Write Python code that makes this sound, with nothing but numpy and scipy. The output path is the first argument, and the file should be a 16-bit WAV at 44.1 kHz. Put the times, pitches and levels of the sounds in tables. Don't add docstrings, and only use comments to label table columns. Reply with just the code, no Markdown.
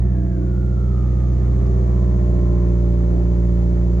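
import sys
import numpy as np
from scipy.fft import rfft, irfft, next_fast_len
from scipy.io import wavfile
from scipy.ndimage import map_coordinates

SR = 44100
rng = np.random.default_rng(int(sys.argv[2]) if len(sys.argv) > 2 else 0)


def dump(signal):
    limited = np.clip(np.atleast_2d(signal).T, -1, 1)
    pcm = np.round(limited * 32767).astype(np.int16)
    wavfile.write(sys.argv[1], SR, pcm)


N = 176400
TIME_S = np.arange(N) / SR
SIDES = np.array([[.5], [-.5]])


def amp(db):
    return 10 ** (np.asarray(db) / 20)


def unit(x):
    return x / np.sqrt(np.mean(x ** 2) + 1e-20)


def along(points, hz):
    freqs_hz, values = np.transpose(points)
    return np.interp(np.log(hz + 1), np.log(freqs_hz + 1), values)


def curve(rows):
    return np.interp(TIME_S, *np.transpose(rows))


def wobble(rate_hz):
    return map_coordinates(rng.standard_normal(4096), [TIME_S * rate_hz], mode="mirror")


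def filtered(x, response):
    size = next_fast_len(N + SR // 2)
    return irfft(rfft(x, size) * response(np.fft.rfftfreq(size, 1 / SR)), size)[..., :N]


def per_firing(firings):
    return map_coordinates(rng.standard_normal(512), [firings + 1])


def throb(firings, depth, delay_firings):
    return unit(1 + depth * np.cos(2 * np.pi * (firings - delay_firings)))


# time_s, rate_hz (four firings per engine cycle)
FIRING_RATE = [(0, 61.3), (.2, 60.9), (.42, 60.3), (.9, 61.07), (1.25, 61.3), (1.6, 60.8), (2.2, 59.65),
               (2.45, 58.97), (3.2, 58.37), (4, 58.47)]
# cycle_harmonic, fast_idle_db, settled_idle_db
EXHAUST_PARTIALS = [(4, -16, -16.5), (5, -42, -48), (6, -33, -37.5), (7, -47, -48), (8, -22, -25),
                    (9, -63.5, -56.5), (10, -44.5, -54), (11, -42, -42.5), (12, -30, -24.5),
                    (13, -37.5, -41), (14, -63.5, -53), (15, -44.5, -51.5), (18, -44.5, -44),
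                    (19, -46.5, -52), (20, -43.5, -38), (21, -52.5, -61), (22, -43, -47), (24, -42.5, -34),
                    (25, -74, -56.5), (26, -48.5, -49), (28, -51.5, -41), (32, -52.5, -47.5),
                    (34, -59, -52), (36, -49.5, -55.5), (37, -62.5, -54.5), (38, -60, -58.5),
                    (40, -57, -42.5), (44, -55, -55), (45, -66, -54)]
# time_s, gain_db
BOOM_GAIN = [(0, 0), (.33, -5), (.55, -3), (1, -1.5), (1.5, -0.5), (2.2, 0), (4, 0)]
BURBLE_GAIN = [(0, -5), (.2, -1), (.45, 1.5), (.9, -1.5), (1.5, 1), (2.3, 1.5), (3, 1), (4, -.7)]
# time_s, settled_share
BOOM_SETTLING = [(1.7, 0.025), (3.1, 0.97)]
BURBLE_SETTLING = [(1.55, 0), (2.35, 0.98)]
# freq_hz, left_minus_right_db
EXHAUST_BALANCE = [(60, -1.7), (120, -.2), (176, -4.5), (293, -4), (352, 5), (410, -2.7), (470, 0),
                   (585, 7.5), (700, 6)]
# freq_hz, left_lead_rad
EXHAUST_PHASE = [(60, .2), (120, .2), (176, .5), (293, 1), (352, .5), (470, .6), (600, 1.1)]
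BURBLE_ABOVE_HZ = 230
SMEAR_RAD, SMEAR_CENTRE_HZ = .822, 345.8
PULSE_LAG_RAD, SETTLE_LAG_RAD = .45, .65

def exhaust(firings):
    firing_rad = 2 * np.pi * (firings + .0025 * per_firing(firings))
    boom = amp(curve(BOOM_GAIN)) * (1 + .03 * per_firing(firings)), curve(BOOM_SETTLING)
    burble = amp(curve(BURBLE_GAIN)) * (1 + .09 * per_firing(firings)), curve(BURBLE_SETTLING)
    early_rate_hz, settled_rate_hz = curve(FIRING_RATE)[:N // 2].mean(), FIRING_RATE[-1][1]
    out = np.zeros((2, N))
    for cycle_harmonic, fast_db, settled_db in EXHAUST_PARTIALS:
        order = cycle_harmonic / 4
        hz = order * settled_rate_hz
        band_gain, settled = burble if hz > BURBLE_ABOVE_HZ else boom
        if order % 1 == 0:
            drift_db = .5 * (1 - 1 / order) * wobble(3.78)
            lag_rad = SETTLE_LAG_RAD * settled * (order > 1)
        else:
            drift_db = 1.5 * wobble(3.17)
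            lag_rad = rng.uniform(0, 2 * np.pi)
        if hz > BURBLE_ABOVE_HZ:
            lag_rad += SMEAR_RAD * ((hz - SMEAR_CENTRE_HZ) / settled_rate_hz) ** 2
        elif order > 1:
            lag_rad += PULSE_LAG_RAD
            drift_db -= .26 * curve(BOOM_GAIN)
        level = amp(fast_db) * (1 - settled) + amp(settled_db) * settled
        gain = band_gain * amp(drift_db + swell_db(order * early_rate_hz))
        pan = amp(SIDES * along(EXHAUST_BALANCE, hz))
        wave = np.cos(order * firing_rad - lag_rad + SIDES * along(EXHAUST_PHASE, hz))
        out -= level * gain * pan * wave
    return np.sqrt(2) * out


# centre_s, half_length_s, gain_db, pitch_hz
EXHAUST_SWELLS = [(.3, 0.3, 5.5, 182), (0.64, 0.27, 4.5, 196), (0.063, 0.023, 18, 370), (0.2, 0.1, 12, 303),
                  (0.408, 0.05, 12.5, 303), (0.52, 0.27, 6.5, 362), (0.23, 0.2, 9, 668),
                  (0.9, 0.12, 10, 397), (1.65, .27, 11.5, 395), (1.85, 0.46, 11.5, 662),
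                  (2.1, 0.35, 5.5, 200.4), (3.12, 0.07, -2, 381), (4.1, .04, 6, 250)]

def swell_db(hz, width_hz=9.2):
    return sum(db * np.exp(-((TIME_S - centre_s) / half_s) ** 2 - ((hz - pitch_hz) / width_hz) ** 2)
               for centre_s, half_s, db, pitch_hz in EXHAUST_SWELLS if abs(hz - pitch_hz) < 2 * width_hz)


# freq_hz, left_right_coherence
NOISE_COHERENCE = [(100, 0.91), (300, 0.55), (550, 0.22), (1100, 0.16), (2400, 0.49), (4000, 0.17),
                   (7000, 0.11)]

def rush(colour, left_lead_s):
    def mid_side_gains(hz):
        angle_rad = np.arccos(along(NOISE_COHERENCE, hz)) / 2
        return amp(along(colour, hz)) * [np.cos(angle_rad), np.sin(angle_rad)]

    mid, side = filtered(rng.standard_normal((2, N)), mid_side_gains)
    right = filtered(mid - side, lambda hz: np.exp(-2j * np.pi * hz * left_lead_s))
    return unit(np.array([mid + side, right]))


# time_s, level_db
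PUFF_LEVEL = [(0, -39.5), (.25, -42.5), (.42, -49.5), (.7, -41.5), (.9, -40), (1.3, -41), (1.6, -37),
              (1.82, -35), (1.97, -41), (2.3, -38.5), (2.85, -43.5), (3.15, -33), (3.45, -42.5), (4, -40)]
RUMBLE_LEVEL = [(0, -43), (1.3, -40), (2.2, -37), (2.9, -40.5), (4, -41)]
# freq_hz, density_db
PUFF_SPECTRUM = [(150, -20), (245, -3), (300, -2.5), (395, 0.5), (440, -12.5), (495, -3), (545, -10),
                 (665, -9.5), (740, -13), (1100, -27), (3000, -62)]
RUMBLE_SPECTRUM = [(20, -18), (45, -10), (85, 6.5), (105, 8.5), (140, 4.5), (185, 13), (215, -7),
                   (400, -48)]

def puffs(firings, left_lead_s=.000315):
    pulsing = throb(firings, depth=.28, delay_firings=.3)
    gas = amp(curve(PUFF_LEVEL)) * pulsing * rush(PUFF_SPECTRUM, left_lead_s)
    rumble = amp(curve(RUMBLE_LEVEL)) * rush(RUMBLE_SPECTRUM, left_lead_s)
    return gas + rumble


# time_s, pitch_hz
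WHINE_GLIDE = [(0, 1900), (.25, 1662), (.42, 1528), (.6, 1424), (.8, 1343), (1, 1278), (1.3, 1205),
               (1.6, 1145), (2, 1080), (2.5, 1012), (3.2, 950), (4, 917)]
# time_s, drive_db
WHINE_DRIVE = [(0, -60), (.3, -55.5), (.6, -52), (.78, -51.5), (.97, -46), (1.12, -51), (1.38, -57),
               (1.6, -52.5), (1.9, -51), (2.2, -54.5), (2.55, -52), (3.1, -57.5), (4, -52.5)]
# offset_orders, relative_db
WHINE_SIDEBANDS = [(-2, -12), (-1, 1), (-.5, -9), (0, 0), (.5, -13), (1, -1.5)]
# freq_hz, gain_db
WHINE_RESONANCES = [(900, -5), (990, 3.5), (1085, 3), (1175, -2.5), (1222, 4), (1265, -0.5), (1370, 1),
                    (1550, -2.5)]

def whine(firings):
    wander_hz = 7 + 70 * np.exp(-TIME_S / .35)
    tone = np.zeros((2, N))
    for offset_orders, relative_db in WHINE_SIDEBANDS:
        pitch_hz = curve(WHINE_GLIDE) + wander_hz * wobble(120)
        cycles = np.cumsum(pitch_hz) / SR + offset_orders * firings + rng.random()
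        left_lead_rad = 1.7 * wobble(7)
        drift_db = 1.5 * wobble(6.04)
        tone += amp(relative_db + drift_db) * np.sin(2 * np.pi * cycles + SIDES * left_lead_rad)
    return filtered(amp(curve(WHINE_DRIVE)) * unit(tone), lambda hz: amp(along(WHINE_RESONANCES, hz)))


# time_s, level_db
CLATTER_LEVEL = [(0, -51), (.6, -52.5), (1.3, -48), (1.9, -47), (3.1, -48), (4, -48)]
# freq_hz, density_db
CLATTER_SPECTRUM = [(300, -15), (730, 0.5), (820, 9), (945, -3.5), (1040, 2), (1380, -2), (1560, -11),
                    (1750, -5), (2050, -9), (2350, -8.5), (2750, -22.5), (4000, -33), (8000, -73)]

def clatter(firings, rough_db=1.5):
    level_db = curve(CLATTER_LEVEL) + rough_db * per_firing(firings)
    pulsing = throb(firings, depth=.15, delay_firings=.74)
    return amp(level_db) * pulsing * rush(CLATTER_SPECTRUM, left_lead_s=.00062)


# time_s, level_db
HISS_LEVEL = [(0, -61.5), (.4, -60.5), (1, -57.5), (1.6, -56), (4, -56.5)]
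# freq_hz, density_db
HISS_LEFT = [(1000, 5.5), (2800, -1), (4200, 0), (5500, -3.5), (6300, -0.5), (7050, -3), (7700, -10.5),
             (8800, -13), (9700, -28), (11500, -18), (15500, -12)]
HISS_RIGHT = [(1000, -4), (2900, -0.5), (4500, -3), (5750, -3.5), (6250, 5.5), (6600, -3.5), (7000, 5),
              (7500, -5), (8300, -32), (15500, -35)]

def hiss():
    white = rng.standard_normal((2, N))
    coloured = filtered(white, lambda hz: amp([along(HISS_LEFT, hz), along(HISS_RIGHT, hz)]))
    return amp(curve(HISS_LEVEL)) * unit(coloured)


# start_s, relative_db, pitch_hz
TICK_EVENTS = [(.2655, -59, 14600), (.405, -63.5, 13100), (.544, -60.5, 12500), (.601, -58, 14800),
               (.618, -55, 15200), (.652, -62, 12600), (.661, -61, 8800), (1.667, -52, 5100)]

def ticks(gain_db=-5, t60_s=.025, width_hz=1800, left_minus_right_db=7):
    out = np.zeros(N)
    for start_s, relative_db, pitch_hz in TICK_EVENTS:
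        band = filtered(rng.standard_normal(N), lambda hz: 1 / np.hypot(1, 2 * (hz - pitch_hz) / width_hz))
        decay_db = 60 * np.abs(TIME_S - start_s) / t60_s
        out += amp(relative_db + gain_db - decay_db) * (TIME_S >= start_s) * unit(band)
    return out * amp(SIDES * left_minus_right_db)


def scene():
    first_firing_s = .0059
    firings = np.cumsum(curve(FIRING_RATE)) / SR - first_firing_s * FIRING_RATE[0][1]
    return exhaust(firings) + puffs(firings) + clatter(firings) + hiss() + whine(firings) + ticks()


def record(dry):
    cutoff_hz, edge_hz = 15750, 100
    return filtered(dry, lambda hz: np.clip((cutoff_hz - hz) / edge_hz + .5, 0, 1))


dry = scene()
out = record(dry)
dump(out)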